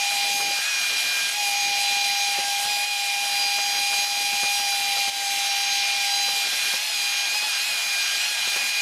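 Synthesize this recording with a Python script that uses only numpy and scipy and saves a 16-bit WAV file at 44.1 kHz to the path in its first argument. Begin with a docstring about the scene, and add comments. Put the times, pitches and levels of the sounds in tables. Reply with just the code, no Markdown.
"""A small two-stroke leaf blower at full throttle, close to one worn microphone over a sheet roof, its pitch as if
played fast. From the start its orders scream over fan roar, drone, rumble and the jet's hiss on twigs; from 0.4 s
steps and bumps thud through the sheet. The firing tone is nearly lost from 0.66 to 1.3 s; six brief level dips
fall between 1.3 and 6.8 s. After 6.5 s the tone is mostly faint, with bursts near 7.4 s; two twigs tick near 8.6 s.
Engine: sines on one crank angle. Air: coloured noise. Thuds: decaying sheet modes with noise rattle."""
import sys
import numpy as np
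from scipy import signal
from scipy.fft import rfft, irfft, next_fast_len
from scipy.io import wavfile
from scipy.ndimage import uniform_filter1d, map_coordinates

SR = 44100
rng = np.random.default_rng(int(sys.argv[2]) if len(sys.argv) > 2 else 0)


def store_wav(level_fs):
    """Save 16-bit WAV to argv[1]."""
    pcm = np.round(np.clip(np.atleast_2d(level_fs), -1, 1) * 32767)
    wavfile.write(sys.argv[1], SR, pcm.T.astype(np.int16))


def linear_from_db(decibels):
    """Turn decibels (scalar or array-like) into linear amplitude factors; 0 gives 1."""
    return 10 ** (np.asarray(decibels, float) / 20)


N = 388521  # samples

# firing tone, coming and going as the blower turns, before flutter: t/s, level/dB (rms)
FIRING_TONE = [(0, -32.5), (0.52, -33), (0.66, -52.5), (1.29, -54.5), (1.39, -31.5), (2.8, -32.5),
               (2.89, -36), (3.0, -34), (5.0, -32), (5.78, -34), (5.88, -36.5), (6.13, -32.5), (6.43, -37),
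               (6.52, -52), (6.8, -43.5), (7.25, -43), (7.32, -49), (7.36, -31.5), (7.4, -50), (7.445, -36),
               (7.5, -49), (7.9, -46), (8.1, -53), (8.25, -46), (8.8, -47)]
FIRING_MEAN_DB = -38  # reference for what follows the firing tone


def unit(x):
    """Scale to rms 1."""
    return x / np.sqrt(np.mean(x ** 2) + 1e-20)


def curves(rows):
    """Straight lines between the rows: one value per sample for each column after the time."""
    s, *cols = np.transpose(rows)
    return [np.interp(np.arange(N) / SR, s, c) for c in cols]


def wobble(rate):
    """A smooth random curve, rate knots a second."""
    knots = rng.standard_normal(int(N * rate / SR) + 4)
    return map_coordinates(knots, [np.arange(N) * rate / SR])


def rush(spectrum, patchy_db, gate=1):
    """Turbulence: noise of rms 1 with patches of random gain, pulsed by gate before its colour."""
    noise = rng.standard_normal(N + 512) * np.pad(gate * np.ones(N), (0, 512))
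    cells = signal.stft(noise, nperseg=512)[2]
    patches = uniform_filter1d(rng.standard_normal(cells.shape), 6, 0)
    patches = unit(uniform_filter1d(patches, 10, 1))
    patchy = signal.istft(cells * linear_from_db(patchy_db * patches), nperseg=512)[1][:N]
    size = next_fast_len(N + 8192)
    hz, db = np.transpose(spectrum)
    log_hz = np.log(np.fft.rfftfreq(size, 1 / SR) + 1)
    gain = linear_from_db(np.interp(log_hz, np.log(hz + 1), db, -120, -120))
    return unit(irfft(rfft(patchy, size) * gain, size)[:N])


def casing_rush():
    """Steady low rush from the casing: coloured noise at a fixed level."""
    # colour before scaling: f/Hz, level/dB
    casing_colour = [(20, -31), (60, -26), (150, -30), (480, -25), (700, -6.5), (850, -6.5), (1100, -13.5),
                     (1400, -44)]
    return linear_from_db(-45) * rush(casing_colour, patchy_db=1.2)


def wind_rumble():
    """Wind rumble: low noise made lumpy by two random gain curves, rms 1."""
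    # colour before scaling: f/Hz, level/dB
    rumble_colour = [(110, -11), (190, -3.5), (300, -2.5), (450, -0.5), (650, 1.5), (900, -9)]
    lumps = linear_from_db(0.74 * wobble(15) + 1.4 * wobble(40))
    return unit(lumps * rush(rumble_colour, patchy_db=3.5))


def inlet_drone():
    """Inlet drone: a noise band that gains 0.21 dB for each dB the firing tone fades."""
    # colour before scaling: f/Hz, level/dB
    drone_colour = [(800, -20), (1050, -9.5), (1450, -1.5), (1900, -2.5), (2500, -17)]
    drone_db = -42 - 0.21 * (curves(FIRING_TONE)[0] - FIRING_MEAN_DB)
    return linear_from_db(drone_db + 1.07 * wobble(7.7)) * rush(drone_colour, patchy_db=1.5)


def jet_hiss(firing, sweep):
    """Jet on the twigs: treble noise pulsed by the firing, with slow and quick swells."""
    # colour before scaling: f/Hz, level/dB
    hiss_colour = [(5000, -26), (7000, -2), (9000, -5), (11000, -5), (13000, -11), (14800, -15.5),
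                   (15300, -45), (16000, -40)]
    swell_db = 0.2 * sweep + 0.96 * wobble(16) + 0.5 * wobble(30)
    return linear_from_db(swell_db) * rush(hiss_colour, patchy_db=1.76, gate=firing)


def fan_roar(firing, sweep):
    """Fan: broad noise pulsed by the firing, swelling slowly."""
    # colour before scaling: f/Hz, level/dB
    roar_colour = [(1300, -54), (1900, -3.5), (2400, 2), (3000, 2.5), (4200, 1), (5500, -1.5),
                   (7000, -11.5), (9000, -23)]
    return linear_from_db(0.39 * sweep) * rush(roar_colour, patchy_db=1.07, gate=firing)


def air(angle):
    """All moving air: roar and hiss share the firing pulses and one slow swell."""
    # air levels before the random swells: t/s, rumble level/dB, fan roar level/dB, jet hiss level/dB
    air_levels = [(0, -55, -27.5, -34.5), (0.45, -45.5, -28, -35), (0.6, -55.5, -27.5, -35),
                  (1.24, -50.5, -27, -33.5), (2.03, -53.5, -27.5, -36.5), (2.71, -51.5, -28.5, -33),
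                  (2.95, -57.5, -28.5, -35.5), (3.84, -53, -28, -34.5), (4.42, -49, -27, -33),
                  (4.66, -54, -28, -34), (5.17, -51, -27, -32.5), (5.6, -59, -27, -35),
                  (5.93, -55, -25.5, -36), (6.27, -52.5, -28.5, -34), (6.7, -51.5, -26, -32.5),
                  (6.81, -54.5, -27.5, -34.5), (8.8, -55.5, -27.5, -35)]
    rumble_db, roar_db, hiss_db = curves(air_levels)
    firing = 1 + 0.21 * np.cos(angle)
    sweep = wobble(5.3)
    low = casing_rush() + linear_from_db(rumble_db) * wind_rumble() + inlet_drone()
    return low + linear_from_db(roar_db) * fan_roar(firing, sweep) + linear_from_db(hiss_db) * jet_hiss(firing, sweep)


def thuds():
    """Steps and bumps: decaying sheet modes, each at a new random strength, with a noise rattle."""
    # knocks on the roof: t/s, level/dB, rattle level against the knock/dB, brightness tilt/(dB per octave)
    roof_knocks = [(0.398, -27, -2, -2), (0.581, -34, 4, -2), (1.964, -30, -7, -1), (2.383, -18, -17, 3),
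                   (2.649, -32, 0, -6), (3.455, -35, -5, -5), (3.582, -32, 4, -2), (3.925, -42, 15, 0),
                   (3.983, -34, -2, -6), (4.171, -33, -3, -1), (4.327, -30, -2, -4), (4.429, -27, 2, -5),
                   (4.59, -30, -3, -3), (4.8, -36, -3, -4), (4.964, -36, 8, -2), (5.073, -27, -2, -3),
                   (6.282, -33, 4, -1), (6.525, -29, -3, 3.5), (6.733, -25, -3, 0), (7.335, -36, 6, 2),
                   (7.424, -40, 9, 2), (8.47, -29, -3, 0), (8.557, -31, 4, 0)]
    # modes of the roof sheet, levels before tilt and chance: f/Hz, level/dB, time to fall 60 dB/s
    sheet_modes = [(111, -23, 0.083), (220, -9, 0.049), (385, -2, 0.029), (545, -7, 0.045)]
    out, t = np.zeros(N + SR), np.arange(SR // 10) / SR
    tinny = signal.butter(2, [450, 1900], "bandpass", fs=SR)
    onset = 1 - np.exp(-t / 0.0044)
    for s, db, rattle_db, tilt_db in roof_knocks:
        boom = np.zeros(len(t))
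        for hz, mode_db, t60 in sheet_modes:
            # the tilt pivots on the third mode
            strength_db = mode_db + tilt_db * np.log2(hz / sheet_modes[2][0]) + rng.normal(0, 1.5)
            boom += linear_from_db(strength_db - 60 * t / t60) * np.sin(2 * np.pi * hz * t)
        noise = unit(signal.lfilter(*tinny, rng.standard_normal(len(t))))
        rattle = linear_from_db(rattle_db - 60 * t / 0.085) * noise
        out[round(s * SR):][:len(t)] += linear_from_db(db) * onset * (boom + rattle)
    return out[:N]


def twig_ticks():
    """Twigs ticking on the sheet: sparks of treble noise that fall 60 dB in 0.06 s."""
    # ticks: t/s, level/dB at the start
    tick_times = [(8.5642, -30), (8.6378, -34)]
    out, t = np.zeros(N + SR), np.arange(SR // 10) / SR
    sharp = signal.butter(2, [8500, 13500], "bandpass", fs=SR)
    for s, db in tick_times:
        spark = unit(signal.lfilter(*sharp, rng.standard_normal(len(t))))
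        out[round(s * SR):][:len(t)] += linear_from_db(db - 60 * t / 0.06) * spark
    return out[:N]


def surges():
    """The engine races while the nozzle is choked: bell-shaped rises above running speed, Hz."""
    # chokes of the nozzle: t/s of the top, rise of the firing rate/Hz, spread of the rising side/s
    chokes = [(0.69, 30, .026), (1.375, 23, .032), (1.59, 8, .02), (2.695, 18, .035), (2.865, 14, .045),
              (6.6, 9, .025), (6.86, 48, .042), (7.365, 31, .02), (7.45, 41, .024), (7.665, 37, .033),
              (8.272, 33, .036), (8.595, 14, .018), (8.72, 7, .035)]
    fall_slower = 1.3  # falling side against rising side
    t = np.arange(N) / SR
    rise_hz = np.zeros(N)
    for s, hz, half in chokes:
        spread = half * np.where(t > s, fall_slower, 1)
        rise_hz += hz * np.exp(-.5 * ((t - s) / spread) ** 2)
    return rise_hz


def crank(surge_hz):
    """Firing phase in radians: running speed and surges, with a little random unevenness."""
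    # running speed before surges and unevenness: t/s, firing rate f/Hz
    running_speed = [(0, 808), (0.95, 804), (1.7, 807.4), (2.45, 805.3), (3.9, 809), (4.58, 810),
                     (4.7, 804), (5.27, 799), (6.0, 804), (6.5, 804), (7.1, 809), (8.8, 807.4)]
    rate_hz = (curves(running_speed)[0] + surge_hz) * (1 + .0012 * wobble(60))
    return 2 * np.pi * np.cumsum(rate_hz) / SR


def engine(angle, surge_hz):
    """Exhaust orders as sines; the higher the order, the more its echo off the roof makes it flutter."""
    # third order, cancelled now and then by the roof echo, before flutter: t/s, level/dB (rms)
    third_order = [(0, -28.5), (0.5, -31.5), (0.62, -34), (0.78, -29), (1.2, -30.5), (1.33, -35),
                   (1.47, -29.5), (2.39, -31), (2.47, -48), (2.56, -31), (2.64, -46), (2.71, -30.5),
                   (3.76, -32.5), (3.92, -29.5), (4.06, -33), (4.48, -28.5), (4.54, -32), (5.0, -31),
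                   (5.2, -38), (5.54, -32), (5.72, -34), (5.85, -27.5), (6.05, -30.5), (6.12, -39.5),
                   (6.45, -30), (6.51, -38), (6.6, -31.5), (6.87, -36), (7.0, -31), (7.95, -30.5),
                   (8.3, -33.5), (8.8, -28.5)]
    # upper whine: t/s, level about its mean/dB, seventh order level/dB (rms, before flutter)
    upper_whine = [(0, -2.5, -39), (0.42, -0.5, -46), (0.65, -3.5, -37), (1.0, 0, -41), (1.33, -4, -39.5),
                   (2.1, 1.5, -40), (2.4, -2, -37), (2.7, -2, -42), (3.2, -2, -42), (3.8, 4.5, -37),
                   (3.92, 1.5, -46), (4.05, 3, -38), (4.45, -2, -41), (4.56, 2, -36), (5.25, -4, -50),
                   (5.5, 3.5, -35), (5.9, -1.5, -40), (6.2, 3, -40), (6.75, -3, -42), (6.88, -3, -42),
                   (7.1, 2.5, -45), (7.4, -2, -46), (7.92, 0, -47), (8.05, 0, -39), (8.35, -1, -39),
                   (8.6, 0, -46), (8.8, 0, -47)]
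    # other orders before drift and flutter: multiple of the firing rate, base level/dB (rms),
    # gain with firing tone/(dB per dB), third order/(dB per dB), upper whine/(dB per dB), surge/(dB per Hz)
    following_orders = [(2, -44, -.35, -.6, 0.0065, -.06), (4, -41, 0, 0, 0.48, 0.033),
                        (5, -35, 0, 0, 0.96, .03), (6, -36, 0.17, 0, 0.88, 0.028),
                        (8, -38, 0, .2, 0.29, -.15)]
    third_mean_db, drift_db = -32, 1.5
    firing, third = curves(FIRING_TONE)[0], curves(third_order)[0]
    upper, seventh = curves(upper_whine)
    orders = [(1, firing), (3, third), (7, seventh), (11, -52)]
    for k, db, by_firing, by_third, by_upper, by_surge in following_orders:
        order_db = db + by_firing * (firing - FIRING_MEAN_DB) + by_third * (third - third_mean_db)
        order_db = order_db + by_upper * upper + by_surge * surge_hz
        orders.append((round(k), order_db + drift_db * wobble(5)))
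    tone = np.zeros(N)
    for k, db in orders:
        flutter_db = .5 * np.sqrt(k) * (1.18 * wobble(14) + 1.0 * wobble(70))
        sine = np.sin(k * angle + rng.uniform(0, 2 * np.pi))
        tone += np.sqrt(2) * linear_from_db(db + flutter_db) * sine  # root 2: peak of a sine from its rms
    return tone


def scene():
    """Everything reaches one microphone, laid alike on two channels."""
    surge_hz = surges()
    angle = crank(surge_hz)
    mono = air(angle) + thuds() + twig_ticks() + engine(angle, surge_hz)
    return np.tile(mono, (2, 1))


def level_dips():
    """Gain of the whole sound: it sinks at once and creeps back exponentially."""
    # dips: t/s, depth/dB, recovery time constant/s
    sinks = [(1.3, 2.5, 0.027), (2.85, 3, 0.14), (4.05, 2.5, 0.15), (5.099, 5.5, 0.12), (6.48, 1, 0.097),
             (6.78, 1.5, 0.2)]
    t = np.arange(N) / SR
    dip_db = sum(db * (t > s) * np.exp(-np.abs(t - s) / back) for s, db, back in sinks)
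    return linear_from_db(-dip_db)


def top_cut(x):
    """Nothing passes above the cut-off."""
    return signal.sosfilt(signal.butter(12, 15770, fs=SR, output="sos"), x)


def record(dry):
    """The level of everything at the microphone dips briefly and recovers."""
    mix = dry * level_dips()
    return top_cut(mix)


dry = scene()
out = record(dry)
store_wav(out)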